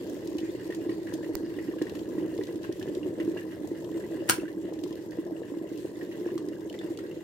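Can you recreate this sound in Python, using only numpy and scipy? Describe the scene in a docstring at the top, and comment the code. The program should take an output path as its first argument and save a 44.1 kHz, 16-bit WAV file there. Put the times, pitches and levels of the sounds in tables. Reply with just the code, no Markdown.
"""A kitchen table, close by: water at a rolling boil in a glass electric kettle.
Collapsing steam bubbles excite the resonant water-filled body, which booms; the surface heaves about four times
a second, and tearing films and bursting domes ring the air under the lid amid plops, spits and filtered-noise hiss.
One drop snaps sharply on the right. The low churning starts to ease, and about a second later the switch clacks,
a volley of noise bursts with ringing housing modes, while the water boils on."""
import sys
import numpy as np
from scipy import signal
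from scipy.fft import rfft, irfft, next_fast_len
from scipy.io import wavfile
from scipy.ndimage import uniform_filter1d, map_coordinates

SR = 44100
rng = np.random.default_rng(int(sys.argv[2]) if len(sys.argv) > 2 else 0)


def transcribe(u):
    """Save the signal u as a 16-bit wav file named by the first command-line argument.

    u: samples, shape (n,) or (channels, n), limited to [-1, 1]; the rate is SR.
    q: integer samples, one column per channel.
    """
    v = np.clip(np.atleast_2d(u).T, -1, 1)
    q = np.round(v * 32767).astype(np.int16)
    wavfile.write(sys.argv[1], SR, q)


N = 318843

# Strength of the boil. Each row: time in seconds, relative level in dB.
BOIL_STRENGTH = [(0.0, -31.5), (0.45, -34), (0.82, -32), (1.05, -35), (1.2, -32), (1.98, -33.5),
                 (2.28, -30), (2.55, -33.5), (3.3, -30), (3.6, -33.5), (4.2, -31), (4.4, -34),
                 (4.92, -33.5), (5.1, -34.5), (5.6, -34), (6.0, -34.5), (6.3, -32), (7.22, -34)]
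# Strength of the steam and fine spray. Each row: time in seconds, relative level in dB.
STEAM_STRENGTH = [(0.0, -57.5), (0.4, -57.5), (1.2, -59.5), (1.6, -59), (1.85, -60.5), (2.1, -59),
                  (2.4, -58.5), (3.12, -61), (3.35, -57), (3.6, -60.5), (4.2, -59), (4.62, -64),
                  (4.87, -60.5), (5.5, -63.5), (5.78, -58), (6.1, -61), (6.3, -58.5), (6.55, -63),
                  (6.95, -58.5), (7.23, -62)]
# The biggest domes bursting. Each row: start in seconds, relative peak level in dB, nominal frequency in Hz.
DOME_BURSTS = [(0.3822, -41.5, 2970), (0.466, -49.5, 1860), (0.554, -51.5, 2850), (0.7028, -39.5, 1880),
               (0.7225, -40, 1900), (0.8933, -41.5, 1950), (0.913, -44, 1880), (1.069, -40.5, 1793),
               (1.082, -48, 1950), (1.124, -48.5, 1830), (1.228, -44.5, 1840), (1.242, -45.5, 1950),
               (1.501, -49, 1930), (1.539, -52, 2800), (1.586, -39.5, 1940), (1.675, -49, 1920),
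               (1.711, -44.5, 1800), (1.783, -45, 1690), (1.785, -52, 2870), (1.815, -38, 1816),
               (1.867, -40, 1900), (2.055, -50, 1700), (2.182, -44.5, 1940), (2.41, -42.5, 1950),
               (2.481, -48.5, 2010), (2.619, -55, 1650), (2.64, -38.5, 1645), (2.714, -50, 1850),
               (2.812, -41, 1760), (2.876, -46, 1790), (3.029, -44, 2840), (3.199, -37, 2010),
               (3.204, -50, 2900), (3.3685, -41.5, 1730), (3.373, -42, 2820), (3.387, -45.5, 1880),
               (3.414, -46, 1770), (3.519, -43, 1965), (4.003, -44, 1740), (4.037, -48, 1980),
               (4.054, -55, 1720), (4.202, -49, 2820), (4.282, -36.5, 1910), (4.397, -44.5, 2730),
               (4.452, -46, 1580), (4.4784, -42.5, 1760), (4.683, -49.5, 1820), (4.972, -50, 1750),
               (5.119, -43.5, 1830), (5.364, -49.5, 2840), (5.432, -48, 1800), (6.0106, -41.5, 1880),
               (6.113, -46, 1910), (6.121, -49.5, 2850), (6.254, -46, 1720), (6.274, -46, 1900),
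               (6.303, -47.5, 1730), (6.7396, -43, 1984), (6.811, -43.5, 1810), (6.991, -47, 1910),
               (7.111, -48.5, 2816)]
# Resonances of the air space over the water. Each row: frequency in Hz, bandwidth in Hz, relative gain in dB.
AIR_MODES = [(1695, 430, -2), (2000, 190, 0.5), (2820, 89, -2.5)]
# The switch trips, hits its stop, rebounds and rattles to rest.
# Each row: start in seconds, relative level in dB, crack t60 in seconds, brightness in dB per octave.
SWITCH_CONTACTS = [(4.2777, -45, 0.012, 4), (4.2902, -16, 0.016, 0), (4.2943, -14, 0.014, -1.5),
                   (4.2963, -4, 0.012, 0.5), (4.2992, -10.5, 0.012, -2.2), (4.3068, -16.5, 0.011, 3.5),
                   (4.3088, -16.5, 0.016, -1), (4.3395, -27, 0.016, -2), (4.381, -39, 0.016, -6),
                   (4.4095, -40, 0.012, -2.5), (4.417, -42, 0.015, -7)]


def amp(db):
    """Amplitude ratio of a level in decibels."""
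    return 10 ** (np.asarray(db) / 20)


def unit(x):
    """Normalisation: x scaled to an rms of 1."""
    return x / np.sqrt(np.mean(x ** 2) + 1e-20)


def along(points, hz):
    """Interpolation of (Hz, value) points on a logarithmic frequency axis."""
    f, v = np.transpose(points)
    return np.interp(np.log(hz + 1), np.log(f + 1), v)


def curves(rows):
    """Linear interpolation in time: one value per sample for each column after the time."""
    s, *cols = np.transpose(rows)
    return [np.interp(np.arange(N) / SR, s, c) for c in cols]


def wobble(rate):
    """Slow random modulation: a smooth curve through Gaussian knots, rate of them a second."""
    knots = rng.standard_normal(int(N * rate / SR) + 4)
    return map_coordinates(knots, [np.arange(N) * rate / SR])


def add(track, s, sound):
    """Superposition: mix a sound into a track at s seconds."""
    start = round(s * SR)
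    track[..., start:start + sound.shape[-1]] += sound[..., :N - start]


def filtered(x, response):
    """Linear filtering: the spectrum of x times a complex response of frequency."""
    n = x.shape[-1]
    m = 2 * next_fast_len(n)
    return irfft(rfft(x, m) * response(np.fft.rfftfreq(m, 1 / SR)), m)[..., :n]


def coloured(x, points):
    """Minimum-phase filtering: x through a causal filter of the given (Hz, dB) shape."""
    def response(hz):
        # folding the cepstrum onto positive time makes the filter causal
        cepstrum = irfft(np.log(amp(along(points, hz))))
        half = len(cepstrum) // 2
        cepstrum[1:half] *= 2
        cepstrum[half + 1:] = 0
        return np.exp(rfft(cepstrum))
    return filtered(x, response)


def pulses(rate, spread_db):
    """Shot noise: random impulses of either sign, rate a second, their levels scattered."""
    fires = rng.random(N) < rate / SR
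    size = amp(spread_db * np.clip(rng.standard_normal(N), -2, 2))
    return fires * size * rng.choice([-1, 1], N)


def burst(t60):
    """Exponential decay of a noise burst, independent at each ear."""
    t = np.arange(SR // 4) / SR
    return rng.standard_normal((2, len(t))) * amp(-60 * t / t60)


def blips(rate, low_hz, high_hz, cycles, spread_db, glide):
    """Bubble resonance: a panned crowd, each decaying 60 dB in some cycles and rising in pitch as it surfaces."""
    count = int(rate * N / SR)
    when, size, loud, pan = rng.random((count, 4)).T[:, :, None]
    hz = low_hz * (high_hz / low_hz) ** size
    phase = hz * np.arange(SR // 25) / SR  # in cycles
    age = phase / cycles
    ring = np.sin(2 * np.pi * phase * (1 + glide * age)) * amp(-60 * age) * (1 - np.exp(-phase / 2))
    ring = ring * amp(spread_db * np.minimum(-np.log(loud + 1e-9), 3))
    index = ((when * N).astype(int) + np.arange(SR // 25)).ravel()
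    shares = np.cos(np.pi * pan), np.sin(np.pi * pan)
    return unit(np.array([np.bincount(index, (ring * share).ravel(), N)[:N] for share in shares]))


def patchy(x, depth_db, width, span):
    """Time-frequency modulation: gains wander from pitch to pitch and from moment to moment."""
    z = signal.stft(x, nperseg=512)[2]
    field = rng.standard_normal(z.shape[1:])
    for _ in range(2):
        field = uniform_filter1d(field, int(width), 0)
        field = uniform_filter1d(field, int(span), 1)
    return signal.istft(z * amp(depth_db * unit(field)), nperseg=512)[1][..., :N]


def in_kitchen(x, wet_db):
    """Reverberation: x convolved with the short, frequency-dependent decay of table and walls."""
    # Decay of the kitchen. Each row: frequency in Hz, t60 in seconds.
    decay = [(150, 0.59), (1500, 0.2), (6000, 0.33), (15000, 0.094)]
    hz, t, z = signal.stft(rng.standard_normal((2, SR // 2)), SR, nperseg=256)
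    tail = signal.istft(z * amp(-60 * t / along(decay, hz)[:, None]), SR, nperseg=256)[1]
    tail = tail / np.linalg.norm(tail[0])
    return x + amp(wet_db) * signal.fftconvolve(np.atleast_2d(x), tail, axes=1)[:, :N]


def churning(db, cross, surge_db):
    """Structure-borne vibration: rolling water shakes kettle and table with a surging rumble that later eases."""
    # The shaken table. Each row: frequency in Hz, filter gain in dB.
    table_gain = [(25, -30), (45, -9), (70, -5), (110, 3), (145, -2.5), (190, 3), (260, -3), (600, -43.5)]
    ease_from_s, ease_db_per_s = 3.2, 1.5
    eased_db = ease_db_per_s * np.maximum(np.arange(N) / SR - ease_from_s, 0)
    pair = coloured(rng.standard_normal((2, N)) * amp(surge_db * wobble(11)), table_gain)
    return amp(db - eased_db) * unit(pair + cross * pair[::-1])


def steam(hiss_db, flutter_db, patchy_db):
    """Turbulent noise: steam hisses in shifting colours; tiny bubbles seethe on the hot plate at first."""
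    # Colour of the steam. Each row: frequency in Hz, filter gain in dB.
    hiss_gain = [(450, -12), (720, -6.5), (860, -9.5), (980, -3.5), (1100, -14), (1330, -14), (1550, -8),
                 (1800, -5), (2020, -8.5), (2250, -15), (2550, -10), (2850, -13.5), (3300, -12.5),
                 (4600, -15.5), (6500, -18), (7200, -12.5), (7800, -18.5), (8600, -17.5), (9600, -28.5),
                 (13000, -18.5), (15800, -33)]
    # Tiny bubbles on the hot plate. Each row: frequency in Hz, filter gain in dB.
    seethe_gain = [(2500, -28), (3700, 0), (4050, -5), (4350, 5), (4800, -4), (5400, -1.5), (6500, -14),
                   (9000, -23)]
    seethe_db, seethe_until_s, fade_db_per_s = -67.5, 1.8, 17
    steam_db, = curves(STEAM_STRENGTH)
    flutter = flutter_db * wobble(25)
    hiss = unit(coloured(rng.standard_normal((2, N)), hiss_gain))
    hiss = amp(steam_db + hiss_db + flutter) * hiss
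    faded_db = fade_db_per_s * np.maximum(np.arange(N) / SR - seethe_until_s, 0)
    seethe = amp(seethe_db - faded_db) * unit(coloured(rng.standard_normal((2, N)), seethe_gain))
    return patchy(hiss + seethe, patchy_db, width=9, span=16)


def surface_level():
    """Amplitude modulation: the surface level in dB follows the boil and swells with each heave of the water."""
    slosh_hz, crest_s, swing_db = 3.87, 0.088, 1.5
    mean_db, follows = -56, 0.3  # follows: dB gained for each dB of the boil
    boil_db, = curves(BOIL_STRENGTH)
    heave = np.cos(2 * np.pi * slosh_hz * (np.arange(N) / SR - crest_s))
    return mean_db + follows * (boil_db - boil_db.mean()) + swing_db * heave


def plinking(plink_db, crowd_db, t60, glide):
    """Bubble resonance: trapped air rings, a few clear bubbles over many faint ones."""
    # The clearest air bubbles. Each row: start in seconds, relative level in dB, starting frequency in Hz.
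    clear_plinks = [(0.92, -37, 4700), (1.453, -39, 4800), (6.698, -31, 2980), (6.79, -30, 3500)]
    steam_db, = curves(STEAM_STRENGTH)
    crowd = blips(rate=60, low_hz=2680, high_hz=7650, cycles=60, spread_db=5.5, glide=.03)
    out = amp(steam_db + crowd_db) * crowd
    t = np.arange(SR // 16) / SR
    attack = 1 - np.exp(-t / 0.00042)
    for s, db, hz in clear_plinks:
        ring = np.sin(2 * np.pi * (hz * t * (1 + glide * t / t60) + rng.random((2, 1)) / 2))
        add(out, s, amp(db + plink_db - 60 * t / t60) * attack * ring)
    return out


def plopping(plop_db, crowd_db, t60, attack_s, glide):
    """Damped oscillation: small pockets of steam break with a hollow plop, clear ones over a faint crowd."""
    # Pockets under the surface. Each row: start in seconds, relative peak level in dB, starting frequency in Hz.
    clear_plops = [(0.064, -44, 870), (1.123, -37, 821), (1.184, -43, 930), (1.266, -44, 934),
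                   (1.738, -41, 1033), (1.951, -42, 1065), (2.179, -44, 930), (2.201, -40.5, 882),
                   (2.413, -46, 972), (2.49, -41.5, 970), (2.639, -43, 896), (2.827, -42, 751),
                   (3.365, -38.5, 920), (3.647, -38, 753), (3.891, -41, 968), (3.976, -40, 900),
                   (4.724, -40.5, 810), (4.861, -41, 980), (5.54, -42, 970), (6.288, -38.5, 1060),
                   (6.378, -36.5, 1130), (6.988, -40.5, 1300)]
    crowd = blips(rate=45, low_hz=712, high_hz=1085, cycles=19.5, spread_db=3.5, glide=0.045)
    out = amp(surface_level() + crowd_db) * crowd
    t = np.arange(SR // 16) / SR
    envelope = amp(-60 * t / t60) * (1 - np.exp(-t / attack_s))
    for s, db, hz in clear_plops:
        turns = hz * t * (1 + glide * t / t60) + rng.random((2, 1)) / 4
        plop = np.sin(2 * np.pi * turns) * envelope
        add(out, s, amp(db + plop_db) * plop / np.abs(plop).max())
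    return out


def spitting(fizz_db, spit_db, spit_t60, fizz_t60, focus_db, rise_s, patchy_db, mist_db, mist_s):
    """Shot noise: droplets burst in tiny puffs, a continuous fizz and some louder spits."""
    # The loudest droplets. Each row: start in seconds, relative peak level in dB, favoured frequency in Hz.
    loud_spits = [(0.0967, -44.5, 7000), (0.273, -40, 5400), (0.383, -37.5, 3150), (0.403, -45, 3080),
                  (0.7467, -40, 5400), (1.1373, -36, 5800), (1.368, -47, 6000), (1.8206, -39.5, 4400),
                  (1.895, -41, 3430), (1.952, -43, 3420), (1.9914, -43, 3350), (2.377, -43, 3260),
                  (2.435, -43.5, 3370), (2.469, -43, 3040), (2.557, -46, 3770), (2.631, -44, 3460),
                  (2.724, -41.5, 4360), (2.796, -46, 5000), (2.826, -40, 3000), (2.885, -48, 3010),
                  (2.949, -39.5, 3240), (3.673, -46.5, 7390), (3.845, -45, 3090), (3.975, -51, 6140),
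                  (3.999, -48, 6910), (4.736, -47, 4270), (4.789, -46.5, 3070), (4.8367, -39.5, 4070),
                  (4.926, -46, 3270), (4.954, -50, 3700), (5.108, -49, 5200), (5.775, -48.5, 5000),
                  (6.378, -37, 4080), (6.486, -46, 4970), (6.6972, -44, 3730), (6.727, -44, 3300),
                  (6.747, -51, 3300), (6.789, -44, 3400), (6.973, -41.5, 3740), (6.988, -45, 3600)]
    # Colour of bursting droplets. Each row: frequency in Hz, filter gain in dB.
    spray_gain = [(600, -13), (1500, -10.5), (3000, 1.5), (5000, -1.5), (8000, -3), (10000, -6.5),
                  (13000, -2.5), (16000, -8)]
    steam_db, = curves(STEAM_STRENGTH)
    t = np.arange(SR // 4) / SR
    swell = 1 - np.exp(-t / rise_s)
    # the puffs add as energies; their root shapes the noise
    puffs = signal.fftconvolve(pulses(rate=210, spread_db=3.2) ** 2, swell ** 2 * amp(-120 * t / fizz_t60))[:N]
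    fizz = patchy(np.sqrt(np.abs(puffs)) * rng.standard_normal((2, N)), patchy_db, width=22, span=3)
    out = amp(steam_db + fizz_db) * unit(coloured(fizz, spray_gain))
    for s, db, hz in loud_spits:
        colour = [(f, level - focus_db * abs(np.log2(f / hz))) for f, level in spray_gain]
        mist = np.abs(pulses(rate=500, spread_db=3)[:len(t)]) * np.exp(-t / mist_s)  # finer drops follow it
        spit = coloured(swell * burst(spit_t60) + amp(mist_db) * mist, colour)
        add(out, s, amp(db + spit_db) * spit / np.abs(spit).max())
    return out


def spattering(spatter_db, fall_s, grain_db):
    """Modulated shot noise: drops thrown up by each big dome patter back within hundredths of a second."""
    # Colour of the thrown drops. Each row: frequency in Hz, filter gain in dB.
    spatter_gain = [(500, -16), (950, 0), (1300, -9), (1750, -1), (2000, 1.5), (2300, -6.5), (2850, -0.5),
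                    (3300, -13), (5000, -16.5), (12000, -26)]
    shower, t = np.zeros(N), np.arange(SR // 4) / SR
    envelope = (1 - np.exp(-t / 0.0019)) * np.exp(-t / fall_s)
    for s, db, hz in DOME_BURSTS:
        add(shower, s, amp(db) * envelope)
    drops = np.array([pulses(rate=1100, spread_db=grain_db) for ear in range(2)])
    return amp(spatter_db) * shower * unit(coloured(drops, spatter_gain))


def lesser_splashes(surface_db, count):
    """Random excitation of air modes: small domes, harder on the crest of a heave; rows as in DOME_BURSTS."""
    over_surface_db, scatter_db, detune_share = 1, 1.5, 0.05
    when, size, mode, detune = rng.random((count, 4)).T
    hz, _, mode_db = np.array(AIR_MODES)[(mode * len(AIR_MODES)).astype(int)].T
    at = when * (N - 1)
    db = surface_db[at.astype(int)] + over_surface_db + mode_db + scatter_db * (2 * size - 1)
    return list(zip(at / SR, db, hz * (1 + detune_share * (2 * detune - 1))))


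def resonance(f, hz, width_hz):
    """Second-order resonance: response at f of a mode at hz with a bandwidth of width_hz."""
    return 1j * f * width_hz / (hz * hz - f * f + 1j * f * width_hz)


def splashing(slosh_db, blip_db, splash_db, splash_t60, width_hz, tear_db, surge_db, film_db, rise_s, glide):
    """Cavity resonance: water films tear in surges, and bursting domes ring the air with a rising plip."""
    surface_db = surface_level()

    def cavity(f):
        # neighbouring modes alternate in sign
        return sum((-1) ** k * amp(db) * resonance(f, hz, width) for k, (hz, width, db) in enumerate(AIR_MODES))

    shared_tearing = pulses(rate=600, spread_db=7.5)
    tearing = shared_tearing + np.array([pulses(rate=650, spread_db=4.5) for ear in range(2)])
    surges = amp(surge_db * np.clip(wobble(28), -2, 1.5))
    slosh = amp(slosh_db) * unit(filtered(tearing * surges, cavity))
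    bubbles = amp(blip_db) * blips(rate=55, low_hz=1560, high_hz=2060, cycles=43, spread_db=2.5, glide=0.06)
    out, t = amp(surface_db) * (slosh + bubbles), np.arange(SR // 4) / SR
    swell = 1 - np.exp(-(t / rise_s) ** 2)
    for s, db, hz in DOME_BURSTS + lesser_splashes(surface_db, count=60):
        film = filtered(swell * burst(splash_t60),
                        lambda f: resonance(f, hz, width_hz) + amp(tear_db) * cavity(f))
        turns = hz * t * (1 + glide * (t / splash_t60 - .5)) + rng.random((2, 1)) / 2
        plip = swell * amp(-60 * t / splash_t60) * np.sin(2 * np.pi * turns)
        pop = plip + amp(film_db) * film / np.abs(film).max()
        add(out, s, amp(db + splash_db) * pop / np.abs(pop).max())
    return out


def snap(s, db, t60, left_db, grit):
    """Impulse excitation: one very short dry snap of a drop, close on the right."""
    # Colour of the snapping drop. 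Each row: frequency in Hz, filter gain in dB.
    snap_gain = [(40, 20), (200, 5), (700, 5), (2000, 1), (3100, -11), (4500, 1), (9000, -11.5),
                 (12000, -14), (15000, 7), (16000, -1.5)]
    out, t = np.zeros((2, N)), np.arange(SR // 4) / SR
    push = coloured(grit * burst(t60) - (t == 0), snap_gain)
    push = push / np.abs(push).max(axis=1, keepdims=True)
    add(out, s, amp(db) * push * amp([[left_db], [0]]))
    return out


def jolt(db, t60):
    """Impact transmission: the hardest contact of the switch jolts the base with a short, dull knock."""
    # The jolted base. Each row: frequency in Hz, filter gain in dB.
    base_gain = [(40, -15), (100, -11), (300, -2), (550, 1), (900, -12), (2000, -29)]
    out = np.zeros((2, N))
    s = max(SWITCH_CONTACTS, key=lambda row: row[1])[0]
    knock = coloured(burst(t60)[0], base_gain)
    add(out, s, amp(db) * knock / np.abs(knock).max())
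    return out


def switch(crack_db, ring_db, right_db, shadow_db, shadow_hz, tail_db, tail_t60, tail_delay_s, tail_top_hz,
           rattle, rise_s):
    """Impact and modal ringing: each lever contact cracks, rings the loose housing and scatters into a dull tail."""
    # Modes of lever and housing. Each row: frequency in Hz, relative level in dB, t60 in seconds.
    housing_modes = [(983, -1, 0.15), (1250, -5, 0.09), (1380, -5, 0.15), (1440, 5, 0.12), (1539, 1, 0.16),
                     (1633, -2.5, 0.18), (2270, -5.5, 0.12), (2730, -4, 0.14), (3239, -5, 0.15),
                     (4392, -4.5, 0.15), (5560, -5, 0.13), (6858, -2, 0.12), (8440, 1, 0.092),
                     (8780, 0, 0.13)]
    # Colour of a contact. Each row: frequency in Hz, filter gain in dB.
    crack_gain = [(30, -21), (100, 3), (450, -3), (700, -5), (880, -2), (1000, 4), (1130, -6), (1300, 4.5),
                  (1650, 7), (1850, 0), (2300, -0.5), (3100, -0.5), (3700, -7), (4400, -2), (5100, -5.5),
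                  (5500, -1), (6100, -5.5), (6800, -4), (7500, -7), (8600, -3), (10200, -2), (11000, -8),
                  (12500, -13), (13900, -9.5), (14700, 0), (16000, -13)]
    out, t = np.zeros((2, N)), np.arange(SR // 4) / SR

    def drift(hz):
        # random phase walk, in cycles: high modes blur most
        steps = rng.standard_normal((2, len(t)))
        return rng.random((2, 1)) + rattle * np.sqrt(hz / SR) * np.cumsum(steps, axis=1)

    def shadow(hz):
        # the kettle shades the right ear around shadow_hz
        bump = np.exp(-(2 * np.log2((hz + 1) / shadow_hz)) ** 2)
        return amp(shadow_db * bump * np.array([[-.5], [.5]]))

    for s, db, crack_t60, bright in SWITCH_CONTACTS:
        colour = [(hz, level + bright * np.log2(max(hz, 800) / 3000)) for hz, level in crack_gain]
        crack = filtered(burst(crack_t60) * (1 - np.exp(-t / rise_s)), shadow)
        ring = sum(amp(level - 60 * t / t60) * np.sin(2 * np.pi * (hz * t + drift(hz)))
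                   for hz, level, t60 in housing_modes)
        tail = amp(tail_db) * burst(tail_t60) * (1 - np.exp(-t / tail_delay_s))
        tail = filtered(tail, lambda hz: 1 / (1 + 1j * hz / tail_top_hz))
        add(out, s, amp(db) * (amp(crack_db) * coloured(crack + tail, colour) + amp(ring_db) * ring))
    return out * amp([[0], [right_db]])


def gulping(gulp_db, t60, attack_s, glide):
    """Damped bubble oscillation: middling bubbles pinch off with a short gulp that rises in pitch."""
    # Bubbles pinching off. Each row: start in seconds, relative peak level in dB, starting frequency in Hz.
    gulps = [(0.058, -44, 523), (0.548, -37, 490), (0.7, -31, 454), (1.123, -38.5, 523),
             (1.292, -31.5, 460), (1.585, -32, 443), (1.766, -31, 424), (1.815, -28.5, 470),
             (1.922, -33.5, 440), (2.014, -51, 452), (2.389, -27, 455), (2.49, -33, 470), (2.858, -37, 476),
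             (3.061, -48, 476), (3.186, -33, 470), (3.276, -46, 460), (3.616, -44, 476), (3.875, -38, 510),
             (3.969, -44, 440), (4.222, -36, 546), (4.256, -50, 560), (4.434, -42, 443), (4.665, -49, 490),
             (4.723, -35, 460), (5.174, -35.5, 487), (5.418, -33, 468), (5.518, -37, 495),
             (5.852, -31, 450), (6.262, -33, 467), (6.44, -42, 456)]
    out, t = np.zeros(N), np.arange(SR // 16) / SR
    envelope = amp(-60 * t / t60) * (1 - np.exp(-t / attack_s))
    for s, db, hz in gulps:
        gulp = np.sin(2 * np.pi * hz * t * (1 + glide * t / t60)) * envelope
        add(out, s, amp(db + gulp_db) * gulp / np.abs(gulp).max())
    return out


def rumble(bed_db, thump_db, boom_t60, knock_db, gurgle_db, collapse_s, lumps_db):
    """Impulsive excitation of a resonator: collapsing bubbles boom, big ones over a lumpy bed of small ones."""
    # The biggest bubbles collapsing. 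Each row: start in seconds, relative peak level in dB, boom frequency in Hz.
    thumps = [(0.089, -29, 320), (0.132, -25.5, 288), (0.281, -24.5, 326), (0.352, -18.5, 323),
              (0.413, -22.5, 336), (0.432, -21.5, 341), (0.489, -23.5, 349), (0.55, -23, 370),
              (0.691, -27.5, 360), (0.864, -19.5, 333), (0.892, -17.5, 334), (0.922, -32, 344),
              (1.022, -36, 370), (1.136, -21.5, 320), (1.208, -24, 332), (1.291, -32, 306),
              (1.339, -27, 386), (1.407, -20.5, 327), (1.435, -21, 340), (1.566, -24, 372),
              (1.684, -19, 333), (1.816, -15, 320), (1.908, -25.5, 362), (1.959, -26.5, 330),
              (2.015, -25, 316), (2.181, -21, 317), (2.224, -23, 322), (2.267, -26, 335), (2.39, -19, 378),
              (2.557, -22.5, 337), (2.692, -18.5, 350), (2.827, -29, 337), (2.874, -24.5, 361),
              (2.97, -19, 368), (3.061, -18.5, 359), (3.106, -27, 360), (3.201, -19.5, 335),
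              (3.277, -17.5, 326), (3.613, -26.5, 303), (3.715, -19, 333.6), (3.937, -31, 343),
              (4.153, -31, 333), (4.206, -24, 337), (4.384, -22, 370), (4.434, -20.5, 317),
              (4.57, -22.5, 328), (4.651, -22, 337), (4.789, -28, 322), (4.835, -21, 323),
              (4.909, -22.5, 329), (5.186, -18, 335), (5.32, -23.5, 318), (5.52, -23.5, 304),
              (5.57, -21.5, 333), (5.613, -25.5, 333), (5.716, -22, 330), (5.846, -21.5, 345),
              (6.028, -22.5, 321), (6.261, -19.5, 342), (6.324, -25.5, 387), (6.355, -21, 333),
              (6.497, -34, 294), (6.844, -21.5, 332), (6.905, -22.5, 323)]
    # The water-filled body. Each row: frequency in Hz, filter gain in dB.
    body_gain = [(25, -26), (45, -34), (70, -39), (110, -21), (190, -13), (245, -14.5), (298, -3.5),
                 (328, 4), (358, -2.5), (430, -7), (590, -20.5), (690, -30), (860, -32.5), (980, -32),
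                 (1200, -39.5), (2500, -70)]
    boil_db, = curves(BOIL_STRENGTH)
    lumps = amp(lumps_db * np.clip(wobble(22), -2, 1.5))
    bed = amp(bed_db) * unit(coloured(lumps * pulses(rate=900, spread_db=3), body_gain))
    gurgle = blips(rate=85, low_hz=380, high_hz=623, cycles=12.3, spread_db=4.0, glide=0.023)[0]
    big, t = np.zeros(N), np.arange(SR // 8) / SR
    knock = coloured(1. * (t == 0), body_gain)
    knock = amp(knock_db) * knock / np.abs(knock).max()
    swell = 1 - np.exp(-(t / collapse_s) ** 2)  # a big bubble takes a moment to cave in
    for s, db, hz in thumps:
        boom = swell * np.sin(2 * np.pi * hz * t) * amp(-60 * t / boom_t60)
        thump = knock + boom
        add(big, s, amp(db + thump_db) * thump / np.abs(thump).max())
    return amp(boil_db) * (bed + amp(gurgle_db) * gurgle) + big


def scene():
    """Superposition with an interaural delay: the kettle's boom reaches the left ear a moment early."""
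    # Balance of the ears for the water. Each row: frequency in Hz, left minus right in dB.
    tilt = [(60, 4), (130, -5.5), (190, 5.5), (245, -2.5), (295, -6.5), (345, -1.5), (420, -1), (620, 9.5),
            (750, -2), (1000, 4.5), (1900, 0), (3700, 3), (7000, 0.5), (9700, 4.5), (14000, 0)]
    lead_s = 0.00017
    boom = rumble(bed_db=-4.0, thump_db=-2.5, boom_t60=0.11, knock_db=-2.0, gurgle_db=-17.5,
                  collapse_s=0.0028, lumps_db=1.13)
    boom = boom + gulping(gulp_db=3.5, t60=0.036, attack_s=0.00063, glide=0.028)
    boom = in_kitchen(boom, wet_db=-17)
    boom = filtered(boom, lambda hz: np.exp(1j * np.pi * hz * lead_s * np.array([[1], [-1]])))
    top = splashing(slosh_db=-8.5, blip_db=-7.5, splash_db=5.0, splash_t60=0.042, width_hz=175,
                    tear_db=-10.0, surge_db=7.5, film_db=-1.5, rise_s=0.0013, glide=0.07)
    top = top + plinking(plink_db=-3.5, crowd_db=-12.5, t60=0.016, glide=0.046)
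    top = top + spitting(fizz_db=-3, spit_db=5.5, spit_t60=0.021, fizz_t60=0.018, focus_db=7.0,
                         rise_s=0.00087, patchy_db=2.0, mist_db=-3, mist_s=0.016)
    top = top + spattering(spatter_db=-10, fall_s=0.02, grain_db=5)
    top = top + plopping(plop_db=-1.5, crowd_db=-8, t60=0.017, attack_s=0.00025, glide=0.047)
    water = boom + in_kitchen(top, wet_db=-8.5)
    water = water + steam(hiss_db=-1.1, flutter_db=2.3, patchy_db=2.6)
    water = water + churning(db=-50.0, cross=0.5, surge_db=1.0)
    water = filtered(water, lambda hz: amp(along(tilt, hz) * np.array([[.5], [-.5]])))
    clack = switch(crack_db=3.0, ring_db=-27.0, right_db=-0.5, shadow_db=-10.5, shadow_hz=8800,
                   tail_db=-17.5, tail_t60=0.2, tail_delay_s=0.0074, tail_top_hz=10500,
                   rattle=0.006, rise_s=0.00035)
    tick = snap(s=1.3536, db=-6.0, t60=0.0018, left_db=-25, grit=0.2)
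    return water + clack + jolt(db=-25, t60=0.032) + tick


def record(dry):
    """Band limitation: the microphone loses the deepest bass and falls off steeply at the upper limit."""
    bass_hz, top_hz = 45, 16100

    def response(hz):
        bass = hz ** 2 / np.sqrt(hz ** 4 + bass_hz ** 4)
        return bass / (1 + (hz / top_hz) ** 130)
    return filtered(dry, response)


dry = scene()
out = record(dry)
transcribe(out)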